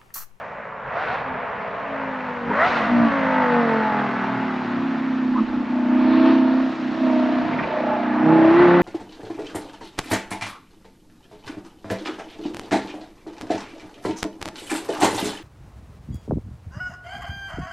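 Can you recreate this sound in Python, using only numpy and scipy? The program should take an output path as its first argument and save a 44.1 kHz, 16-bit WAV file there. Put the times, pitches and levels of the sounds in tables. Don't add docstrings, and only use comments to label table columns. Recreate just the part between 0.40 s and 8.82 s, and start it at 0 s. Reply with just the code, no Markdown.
import sys
import numpy as np
from scipy import signal
from scipy.fft import rfft, irfft, next_fast_len
from scipy.io import wavfile
from scipy.ndimage import uniform_filter1d

SR = 44100
rng = np.random.default_rng(int(sys.argv[2]) if len(sys.argv) > 2 else 0)


def to_wav(s):
    ch = np.atleast_2d(s).T
    pcm = np.round(np.clip(ch, -1, 1) * 32767)
    wavfile.write(sys.argv[1], SR, pcm.astype(np.int16))


N = 371322
T = np.arange(N) / SR
STEP = 32
CONTROL_T = np.arange(N // STEP + 2) * STEP / SR

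# (time [s], cycle rate [Hz])
APPROACH_SPEED = [(0, 61.26), (.25, 56.4), (.48, 53.87), (.53, 62.34), (.575, 70.5), (.625, 79), (.78, 69),
                  (.95, 62.95), (1.2, 60.7), (1.4, 57.03), (2.08, 47.01), (2.13, 49.45), (2.2, 61.7),
                  (2.24, 69.54), (2.275, 74.6), (2.36, 70.1), (2.5, 60.73)]
# (time [s], order 5, one bank [dB], order 10, all cylinders [dB],
# order 7 [dB], order 8 [dB])
APPROACH_TONES = [(0, -63, -45, -64, -55), (.5, -63.5, -44.5, -57, -47.5), (1.3, -58, -53, -41, -41.5),
                  (1.55, -34.5, -42, -59.5, -49.5), (2.0, -36, -36.5, -62, -53), (2.11, -24, -32, -53, -39),
                  (2.2, -43, -47, -46, -42), (2.44, -38.5, -39, -40, -48)]
# (time [s], cycle rate [Hz], orders 5, 10, 7, 8 [dB each])
CORNER = [(2.6, 59.2, -24, -31, -57, -53), (2.65, 57.84, -26, -36, -41, -49),
          (2.66, 57.25, -20, -52, -45.5, -48), (2.7, 56.33, -28, -34, -49, -59),
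          (2.73, 55.34, -30, -28, -48, -44), (2.76, 54.86, -27, -33, -59, -44.5),
          (2.84, 53.33, -26.5, -27.5, -58.5, -51), (3.01, 50.9, -20.5, -27, -58, -58),
          (3.05, 49.38, -24, -25.5, -43, -57), (3.2, 47.33, -19.5, -24, -54, -53),
          (3.23, 46.73, -23.5, -26, -41, -56), (3.3, 45.2, -25.5, -24.5, -48, -46),
          (3.34, 44.63, -27, -23, -46.5, -37.5), (3.39, 44.34, -23.5, -28, -42, -57),
          (3.44, 43.2, -27, -33, -42.5, -39.5), (3.48, 42.98, -28.5, -41, -42, -56),
          (3.55, 42.13, -28, -36.5, -32.5, -61.5), (3.57, 42.02, -28.5, -36.5, -35, -36.5),
          (3.72, 39.8, -32.5, -38.5, -36, -58), (4.04, 37.32, -37, -40, -27, -41),
          (4.25, 35.13, -41, -36.5, -30, -38), (4.45, 33.5, -40, -34, -27, -25.5),
          (4.8, 32.3, -43, -37, -30, -22.5), (4.95, 31.34, -43, -31, -29, -20),
          (5.01, 32.06, -47, -25.5, -23.5, -25.5), (5.18, 31.04, -51, -31.5, -34, -20.5),
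          (5.27, 31.2, -48, -40.5, -26.5, -27), (5.31, 31.24, -49, -34, -35, -22),
          (5.47, 30.78, -52, -30, -28, -20), (5.56, 31.45, -52, -24.5, -28, -15.5),
          (5.83, 32.2, -44, -17.5, -27.5, -16), (5.89, 32.87, -46.5, -17.5, -26, -16.5),
          (6.04, 32.26, -46.5, -25, -28.5, -15.5), (6.26, 32.54, -51, -32, -32, -19.5),
          (6.34, 32.38, -45, -29, -34, -33), (6.46, 31.36, -45, -31.5, -34, -24),
          (6.59, 32.3, -47.5, -26, -32, -29), (6.63, 32.31, -46, -30, -30, -17.5),
          (6.76, 31.2, -51, -23.5, -32, -18), (6.84, 31.42, -52, -26, -37, -17.5),
          (6.89, 31.18, -52, -28, -37, -22), (6.93, 31.38, -56, -21, -35, -24.5),
          (6.99, 31.4, -52, -34, -47, -19.5), (7.05, 31.24, -52, -24.5, -40, -28),
          (7.1, 31.3, -53, -27, -38, -27.5), (7.149, 31.4, -57, -40, -45, -23),
          (7.21, 31.18, -49, -35, -40, -29), (7.24, 31.13, -45, -35, -41.5, -42),
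          (7.33, 30.64, -50, -44.5, -43, -36), (7.38, 30.76, -50, -37, -44.5, -37),
          (7.43, 30.7, -51, -30.5, -36.5, -31.5), (7.57, 30.53, -56.5, -34, -34, -29),
          (7.77, 30.52, -55, -24, -28, -24), (7.869, 31.67, -25, -17.5, -25.5, -21),
          (7.93, 32.32, -23.5, -14, -26.5, -30.5), (8.03, 32.3, -32, -12.5, -27.5, -27),
          (8.09, 32.5, -41, -11.5, -30.5, -58), (8.14, 33.75, -35.5, -12.5, -29, -30.5),
          (8.22, 35.48, -37, -12, -32, -23.5), (8.29, 34.84, -22, -14.5, -29, -30.5),
          (8.42, 35.17, -23, -18.5, -36, -24.5)]
ENGINE_SPEED = APPROACH_SPEED + [row[:2] for row in CORNER]
FIRING_TONES = APPROACH_TONES + [(s, *db) for s, _, *db in CORNER]
# (time [s], order 18 [dB], order 20 [dB], order 22 [dB])
OVERTONES = [(2.55, -41, -33, -42), (2.74, -42, -29.5, -44), (2.84, -33, -37, -41), (2.93, -28, -40, -36.5),
             (3.07, -20, -43.5, -37), (3.18, -28.5, -41.5, -44), (3.26, -44, -41, -42.5),
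             (3.32, -45, -25.5, -44), (3.47, -40, -24.5, -31), (3.62, -37, -28, -44), (3.72, -42, -39, -40),
             (3.95, -43, -46, -35.5), (4.15, -42, -53, -35.5), (4.31, -46.5, -46, -50),
             (5.22, -51, -48.5, -49), (5.3, -52, -39, -50), (5.56, -49.5, -34.5, -46.5),
             (5.87, -49.5, -25.5, -49), (6.07, -48, -32, -47), (6.28, -45, -35, -47), (6.42, -54, -45, -53),
             (6.55, -44, -37, -48), (6.65, -41.5, -25.5, -41.5), (6.86, -49, -26.5, -34.5),
             (7.11, -48, -40, -32), (7.24, -40, -33, -45), (7.38, -39.5, -25, -36.5),
             (7.58, -45, -27.5, -36), (7.74, -51.5, -44.5, -36), (7.84, -48, -29.5, -35),
             (7.91, -28.5, -27, -45), (7.98, -33, -29, -47), (8.05, -27, -20, -47), (8.14, -35, -30.5, -46),
             (8.19, -40, -28, -39), (8.25, -27, -30, -38), (8.42, -46, -31, -46)]
# (order, relative level on light throttle [dB],
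# change under braking [dB], change at full throttle [dB])
LOAD_ORDERS = [(3.92, 5, 0.8, 4), (6.1, -8.5, 8, 2), (9, -0.5, -1.5, -4), (13, -15, 6.5, 0),
               (14, -14, 7, 4), (15, 2.5, -1, -16), (17, 1.5, 1, 3), (18, 2.5, 6, 4), (19, -8.5, -6.5, 3.5),
               (20, 9.5, 0.6, -0.5), (24, -5.5, 3, 2), (30, -2.5, -1, -6)]
# (order, relative level [dB])
UNEVEN_ORDERS = [(2, -16.5), (3, -12.5), (11, 5), (12, 3.5), (16, -8.5), (21, -4), (22, -1), (23, -1),
                 (25, -2), (26, 0), (27, -5), (28, -3), (29, -1), (31, 0), (32, -9), (33, -3), (34, 0),
                 (35, -8), (36, -8), (37, -11), (38, -1), (39, -3), (40, -5), (41, -12), (42, -7), (43, -3),
                 (44, -9), (45, -7), (48, -8), (50, -5), (53, -6), (55, -1), (57, -2)]
# (order, depth below the firing tone [dB])
GROWL = [(4, 27), (12, 22), (13, 25), (14, 28), (24, 20), (25, 21), (26, 30), (30, 27.5)]
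# (time [s], level [dB])
OFF_THROTTLE_12 = [(0, -60), (7.0, -60), (7.2, -39), (7.8, -42), (8.42, -53.5)]
# (time [s], level [dB])
UNDERTONE = [(0, -54), (2.2, -48), (2.32, -30.5), (2.44, -30.5), (2.55, -41.5), (3.3, -36.5), (3.45, -45),
             (3.6, -37.5), (3.83, -47.5), (3.97, -35.5), (4.1, -52.5), (4.38, -45), (4.55, -60),
             (8.42, -61.5)]
# (time [s], factor on the wavering of every order)
LUMPY = [(0, 1), (4.9, 1), (5.05, 1.5), (5.3, .7), (7.0, .7), (7.15, 1.3), (7.7, 1.1), (7.85, .7),
         (8.42, .7)]
# (time [s], depth [dB], half length [s])
DIPS = [(5.065, 10, .024), (5.113, 5, .012), (5.262, 7, .03), (6.36, 6, .03), (6.57, 3, .03)]
# (time [s], low [dB], middle [dB], high [dB], top [dB])
MODE_LEVELS = [(0, -64, -43.5, -36, -45.5), (.4, -58, -41, -27.5, -41), (.68, -69, -37, -41, -31),
               (.9, -32.5, -37, -14.5, -52), (1.03, -43, -35, -30, -51), (1.36, -50.5, -32.5, -38, -55),
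               (1.6, -37.5, -33, -23, -35.5), (2.01, -34, -43, -43, -43), (2.12, -18, -49, -32, -29),
               (2.22, -45, -44, -41, -19.5), (2.3, -35, -35, -44, -32.5), (2.45, -30.5, -25, -44, -28.5),
               (2.53, -12, -27, -18, -33), (2.66, -14.5, -24, -34, -31.5), (2.71, -30, -28.5, -20, -28.5),
               (3.05, -23, -18, -14, -25.5), (3.8, -21.5, -26.5, -23, -30), (4.15, -21, -32.5, -23.5, -36),
               (4.5, -27, -40, -43.5, -40), (4.95, -21, -49, -29.5, -44), (5.2, -19, -43, -29, -43.5),
               (5.4, -20, -30.5, -29.5, -41.5), (5.65, -14.5, -31.5, -24.5, -35.5),
               (5.9, -10.5, -28, -22.5, -34.5), (6.2, -21, -20, -27.5, -37), (6.47, -20, -38, -55, -50.5),
               (6.68, -21, -17.5, -24.5, -38.5), (6.9, -16.5, -24, -29, -39),
               (7.04, -24, -27.5, -33.5, -34.5), (7.2, -25, -27.5, -22, -42), (7.3, -34, -25, -27, -42),
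               (7.42, -21.5, -18, -22.5, -40), (7.52, -24.5, -21, -15.5, -32), (7.62, -26, -22, -19.5, -44),
               (7.74, -26.5, -36.5, -21.5, -31.5), (7.84, -13.5, -23, -22, -31.5),
               (7.93, -10.5, -19.5, -14, -29), (8.04, -11, -15, -17, -37.5), (8.14, -18, -28, -27, -31),
               (8.22, -16, -16, -20.5, -24.5), (8.42, -16, -35.5, -16.5, -28.5)]
# (frequency [Hz], width [Hz])
FIXED_MODES = [(251, 75), 48, (1590, 1070)]
# (time [s], middle [Hz], middle width [Hz], high [Hz])
MOVING_MODES = [(0, 682, 84.5, 885), (5.2, 664, 83, 871), (5.9, 648.6, 89.78, 900.5),
                (6.65, 621.7, 70.67, 941), (6.85, 659.5, 89.9, 925.7), (7.05, 686, 89.5, 905),
                (7.2, 620, 119.7, 923), (7.45, 617, 119, 850), (7.65, 683.6, 108.9, 854.4),
                (7.85, 641.4, 80.2, 844.8), (8.1, 640.2, 79.97, 870), (8.42, 685, 83, 871.3)]
# (frequency [Hz], width [Hz], relative level [dB])
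SIDE_MODES = [
    [(491, 27, -11)],
    [(1295, 22, 2.5), (1496, 30, 5), (1620, 29, -4), (1975, 110, 3), (2135, 80, 2.5)],
]
# (peak time [s], howl level [dB], howl rise [s], wall echo [dB], overtone change [dB],
# roar lag [s], extra roar [dB], extra rasp [dB])
BLIPS = [(.6, -24, .08, -1, -11, .09, 2, 11), (2.24, -14, .06, -18, 0, .08, 4, 6)]
# (order, relative level [dB], lateness of the peak [s])
HOWL_PARTIALS = [(10, -4, 0), (18, -4, .022), (20, 0, -.015), (28, -5, .017), (30, -3, -.017)]
# (start [s], crest level [dB], centre [Hz], width [Hz], length [s])
KNOCKS = [(2.1, -22, 950, 110, .038), (2.1, -25, 460, 120, .04), (2.135, -24, 1400, 700, .025),
          (4.945, -27, 1050, 120, .045), (4.97, -22, 1180, 250, .045), (4.985, -22, 225, 40, .07),
          (7.126, -22, 2200, 600, .026), (7.182, -18, 2200, 900, .03), (7.19, -27, 1200, 300, .02),
          (7.226, -21, 2400, 800, .034), (7.35, -34, 1880, 200, .07), (7.3, -29, 880, 70, .05),
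          (7.46, -31, 825, 40, .05), (7.495, -23, 872, 35, .07), (7.86, -25, 825, 25, .07),
          (7.9, -20, 855, 20, .11)]
# (time [s], echo level [dB], left-right difference [dB],
# ground-echo notch [Hz], notch depth [dB])
PLACE = [(0, -18.5, -1, 329, 30), (1.9, -23, 0.5, 335, 26), (2.8, -13.5, 0, 387, 14),
         (4.2, -23.5, -0.5, 484.2, 9.5), (5.5, -20, -.7, 438.5, 8), (6.9, -16, -.9, 451.6, 7),
         (7.25, -13, -2, 436.4, 1), (7.7, -18.5, -1.7, 442, 10.5), (8.42, -12.5, -0.9, 429, 8.5)]
# (time [s], relative level [dB])
ROAR = [(0, -27.5), (.35, -29.5), (.6, -21.5), (1.9, -23.5), (2.07, -24.5), (2.25, -18.5), (3.2, -19.5),
        (3.7, -21.5), (4.25, -24), (4.9, -28.5), (5.1, -29), (5.46, -27), (5.65, -23.5), (5.9, -19.5),
        (6.02, -26), (6.25, -27), (6.45, -27.5), (6.78, -24), (7.7, -23), (7.88, -20.5), (8.23, -14),
        (8.42, -17.5)]
# (frequency [Hz], relative density [dB])
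ROAR_COLOUR = [(80, -36.5), (150, -11), (400, 1), (520, 0), (750, -2.5), (1010, 0.5), (1500, -4),
               (2000, -5), (2700, -3), (3300, -8.5), (5000, -13), (8000, -12.5), (15000, -9)]
# (time [s], rasp [relative dB], hiss [relative dB])
TREBLE = [(0, -20, -30), (.7, -21.5, -48), (1.9, -15.5, -35.5), (2.5, -12, -35), (3.3, -10.5, -34.5),
          (4.2, -9.5, -30.5), (5.0, -5.5, -26.5), (5.5, -9.5, -28.5), (5.7, -4, -39), (5.9, -3, -39),
          (6.3, -3, -23.5), (7.2, -6.5, -32.5), (7.83, -12.5, -36), (8.42, -10.5, -38.5)]
# (frequency [Hz], coherence)
COHERENCE = [(60, 0.94), (130, 0.96), (270, 0.97), (580, 0.85), (1220, 0.94), (2600, 0.93)]
# (frequency [Hz], relative density [dB])
RUMBLE_COLOUR = [(20, -28.5), (35, 4.5), (60, -21), (120, 4), (200, 4), (320, -21.5), (600, -56)]
# (time [s], height above the rumble [dB], half length [s])
THUMPS = [(0.476, 17.5, 0.023), (.64, 7, 0.033), (0.862, 18.5, 0.099), (2.096, 22, 0.033),
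          (2.458, 14.5, 0.045), (2.62, 20, 0.15), (4.299, 12, 0.12), (5.141, 12.5, 0.094),
          (7.133, 17, 0.24), (7.869, 2.5, 0.053), (8.22, 22, .12)]
# (time [s], height above the wind [dB])
GUSTS = [(.89, 9), (5.11, 25), (5.63, 15), (6.21, 12), (8.42, 5)]
# (frequency [Hz], gain [dB])
MICROPHONE = [(20, 4), (1800, -3.5), (2800, -14), (4000, -16.5), (5500, -23.5), (7000, -33), (9000, -47),
              (11000, -64.5), (16000, -59.5)]
# (frequency [Hz], level [dB])
WHINE = [(7101, -88.5), (7149, -86)]

FULL_FROM_S, FULL_RISE_S = 7.74, 0.075
BRAKE_UNTIL_S, BRAKE_FADE_S = 4.9, 0.45
PIPED_LOW_HZ, PIPED_HIGH_HZ = 190, 1120
BANK_THIRD_DB = -2.5
HOWL_FALL_S, HOWL_TOP_HZ = 0.047, 2200
HOWL_ROUGH = .3
SLAP_S = .125
CLEAR_HZ = 50
BLIP_ROAR_S, GUST_S = (0.15, 0.14), (0.26, .15)
RUMBLE_DB, WIND_DB = -51.5, -62.5
EDGE_HZ = 15300


def exhaust(cycles):
    levels = order_levels(CONTROL_T)
    swing = drift(count=len(levels), seconds=.06)
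    slip = drift(count=len(levels), seconds=.06)
    lumpy = play(LUMPY, CONTROL_T)[0]
    out = np.zeros(N)
    for (order, level), swell, wander, start in zip(levels, swing, slip, rng.random(len(levels))):
        rough = (.08 + .006 * order) * lumpy
        start *= .09 if 16 < order < 24 else 1
        turn = order * cycles + start + np.interp(T, CONTROL_T, 0.09 * rough * wander)
        amplitude = np.interp(T, CONTROL_T, level * (1 + rough * swell))
        out += amplitude * np.sqrt(2) * np.cos(2 * np.pi * turn)
    return out


def crank():
    flutter = 1 + .0018 * drift(count=1, seconds=.03)[0]
    rate = play(ENGINE_SPEED, CONTROL_T)[0] * flutter
    return np.cumsum(np.interp(T, CONTROL_T, rate)) / SR


def order_levels(t):
    hz = play(ENGINE_SPEED, t)[0]
    bank_db, firing_db, seven_db, eight_db = play(FIRING_TONES, t)
    full = np.clip((t - FULL_FROM_S) / FULL_RISE_S, 0, 1)
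    braking = np.clip((BRAKE_UNTIL_S - t) / BRAKE_FADE_S, 0, 1)

    def outside_db(f):
        return 10 * np.log10((1 + (PIPED_LOW_HZ / f) ** 33.0) * (1 + (f / PIPED_HIGH_HZ) ** 1.7))

    rows = [(k, db + braking * brake_db + full * full_db - outside_db(k * hz))
            for k, db, brake_db, full_db in LOAD_ORDERS]
    rows += UNEVEN_ORDERS
    power = {round(k): gain_of(db - 9.0) ** 2 * pipe_power(round(k) * hz, t) for k, db in rows}
    power.update(zip((5, 10, 7, 8), gain_of([bank_db, firing_db, seven_db, eight_db]) ** 2))
    for k, db in zip((18, 20, 22), play(OVERTONES, t)):
        power[k] = np.where(t < OVERTONES[0][0], power[k], gain_of(db) ** 2)
    power[15] = power[15] + (full * gain_of(bank_db + BANK_THIRD_DB)) ** 2
    for k, below_db in GROWL:
        power[k] = power[k] + (full * gain_of(firing_db - below_db)) ** 2
    power[12] = power[12] + gain_of(play(OFF_THROTTLE_12, t)[0]) ** 2
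    power[10 / 3] = gain_of(play(UNDERTONE, t)[0]) ** 2
    dips = gain_of(-sum(db * hump(t, s, (w, w)) for s, db, w in DIPS))
    return [(k, np.sqrt(p) * dips) for k, p in power.items()]


def pipe_power(hz, t):
    mode_levels = play(MODE_LEVELS, t)
    power = 0
    for main_db, modes in zip(mode_levels[-2:], SIDE_MODES):
        for f, width, db in modes:
            power = power + gain_of(main_db + db) ** 2 / (1 + (2 * (hz - f) / width) ** 4)
    middle_hz, middle_width, high_hz = play(MOVING_MODES, t)
    low, high_width, top = FIXED_MODES
    modes = (low, (middle_hz, middle_width), (high_hz, high_width), top)
    for db, (f, width) in zip(mode_levels, modes):
        off = 2 * (hz - f) / width
        peak = 1 / (1 + off ** 4) + gain_of(-13.0) ** 2 / (1 + (off / 0.94) ** 6)
        power = power + gain_of(db) ** 2 * peak
    return power


def howl(cycles):
    out, hz = np.zeros(N), play(ENGINE_SPEED, CONTROL_T)[0]
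    for s, db, rise, echo_db, over_db, *_ in BLIPS:
        cry = np.zeros(N)
        flutters = drift(count=len(HOWL_PARTIALS), seconds=.004)
        for (k, order_db, late), flutter in zip(HOWL_PARTIALS, flutters):
            sides = np.multiply((rise, HOWL_FALL_S), 1 if k == 10 else .45)
            level = gain_of(db + order_db + over_db * (k > 10)) * hump(CONTROL_T, s + late, sides)
            level /= 1 + (k * hz / HOWL_TOP_HZ) ** 16
            level *= 1 + (k / 10 - 1) * HOWL_ROUGH * flutter
            tone = np.sqrt(2) * np.cos(2 * np.pi * (k * cycles + rng.random()))
            cry += np.interp(T, CONTROL_T, level) * tone
        out += cry + gain_of(echo_db) * np.roll(cry, round(SLAP_S * SR))
    return out


def knocks():
    out, t = np.zeros(N), T[:SR // 8]
    for s, db, hz, width, length in KNOCKS:
        pole = np.exp(-np.pi * width / SR)
        ring = rng.standard_normal((2, len(t)))
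        for _ in range(2):
            ring = signal.lfilter([1], [1, -pole], ring)
        ring = evened(ring) + [[2 * (CLEAR_HZ / width) ** 2], [0]]
        turn = 2 * np.pi * hz * t
        band = evened(ring[0] * np.cos(turn) + ring[1] * np.sin(turn))
        shape = np.sin(np.pi * np.clip(t / length, 0, 1) ** .7) ** 2
        out[round(s * SR):][:len(t)] += gain_of(db) * band * shape
    return out


def barriers(x):
    size = SR // 2
    taps = np.zeros((2, size))
    at = np.arange(200, size - 40, 40) + rng.integers(0, 40, (2, (size - 201) // 40))
    np.put_along_axis(taps, at, rng.choice([-1., 1.], at.shape), 1)
    taps *= gain_of(-60 * T[:size] / .45)
    return signal.fftconvolve(x[None], taps / np.linalg.norm(taps[0]), axes=1)[:, :N]


def roar(cycles):
    def level_db(hz, t):
        db = play(ROAR, t)[0]
        rasp_db, hiss_db = play(TREBLE, t)
        for s, *_, lag, loud_db, bright_db in BLIPS:
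            blip = hump(t, s + lag, BLIP_ROAR_S, flat=2.6)
            db = db + blip * loud_db
            rasp_db = rasp_db + blip * bright_db
            hiss_db = hiss_db + 0.67 * blip * bright_db
        *_, notch_hz, depth_db = play(PLACE, t)
        octave = np.log2(hz + 1)
        tilt = np.clip(octave - 11.05, 0, 1) * (rasp_db + 11.0)
        tilt = tilt + np.clip(octave - 12.05, 0, 1) * (hiss_db - rasp_db + 20.0)
        notch = depth_db * np.exp(-((octave - np.log2(notch_hz)) / 0.37) ** 2)
        wide = gain_of(db + read(ROAR_COLOUR, hz) + tilt - notch + 10.5) ** 2
        in_pipe = pipe_power(hz, t) * gain_of(-17) ** 2 * np.clip(hz / 900, 0, 1) ** 2 * (hz < 1050)
        return 10 * np.log10(wide + in_pipe + 1e-16)

    puffs = 1 + sum(depth * np.cos(2 * np.pi * k * cycles) for k, depth in [(1, 0.068), (2, 0.064), (5, 0.08)])
    return puffs * noise(size=512, level_db=level_db, patchy_db=1.0, same=lambda hz: read(COHERENCE, hz))


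def rumble():
    def road_db(hz, t):
        thumps = sum(db * hump(t, s, (w, w)) for s, db, w in THUMPS)
        return RUMBLE_DB + thumps + read(RUMBLE_COLOUR, hz) + 15.5

    def wind_db(hz, t):
        gusts = sum(db * hump(t, s, GUST_S) for s, db in GUSTS)
        return WIND_DB + gusts + 19.5 - 28.0 * np.log2((hz + 1) / 47.0) ** 2

    road = noise(size=2048, level_db=road_db, patchy_db=4.0, same=lambda hz: 1.0 + 0 * hz)
    wind = noise(size=2048, level_db=wind_db, patchy_db=3, same=lambda hz: .7 + 0 * hz)
    return road + wind


def noise(size, level_db, patchy_db, same):
    hop = size // 4
    hz, t = np.fft.rfftfreq(size, 1 / SR)[:, None], np.arange(N // hop + 5) * hop / SR
    a, b, c, d, patches = rng.standard_normal((len(t), len(hz), 5)).T
    for axis in (0, 1):
        patches = uniform_filter1d(patches, size=9, axis=axis)
    same = np.clip(same(hz), -1, 1)
    left, other = a + 1j * b, c + 1j * d
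    spectra = np.array([left, same * left + np.sqrt(1 - same ** 2) * other])
    spectra *= gain_of(level_db(hz, t) + patchy_db * evened(patches))
    return signal.istft(spectra, nperseg=size, noverlap=size - hop)[1][:, :N] / np.sqrt(size / 2)


def drift(count, seconds):
    size = max(int(seconds * SR / STEP), 1)
    x = rng.standard_normal((count, N // STEP + 2))
    for _ in range(2):
        x = uniform_filter1d(x, size, axis=1)
    return evened(x)


def hump(t, s, sides, flat=2):
    return np.exp(-abs((t - s) / np.where(t < s, *sides)) ** flat)


def play(rows, t):
    s, *columns = np.transpose(rows)
    return [np.interp(t, s, c) for c in columns]


def read(points, hz):
    f, value = np.transpose(points)
    return np.interp(np.log(hz + 1), np.log(f + 1), value)


def gain_of(db):
    return 10 ** (np.asarray(db) / 20)


def evened(x):
    return x / np.sqrt(np.mean(abs(x) ** 2) + 1e-20)


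def scene():
    cycles = crank()
    echo_db, pan_db, *_ = play(PLACE, T)
    car = exhaust(cycles) + howl(cycles) + knocks()
    direct = car * gain_of([pan_db / 2, -pan_db / 2])
    echoes = gain_of(echo_db) * barriers(car)
    return direct + echoes + roar(cycles) + rumble()


def record(dry):
    size = next_fast_len(N + 4096)
    response = gain_of(read(MICROPHONE, np.fft.rfftfreq(size, 1 / SR)))
    heard = irfft(rfft(dry, size) * response, size)[:, :N]
    whine = sum(gain_of(db) * np.sqrt(2) * np.sin(2 * np.pi * hz * T) for hz, db in WHINE)
    low_pass = signal.firwin(511, EDGE_HZ, window=("kaiser", 9), fs=SR)
    return signal.oaconvolve(heard + whine, low_pass[None], "same")


dry = scene()
out = record(dry)
to_wav(out)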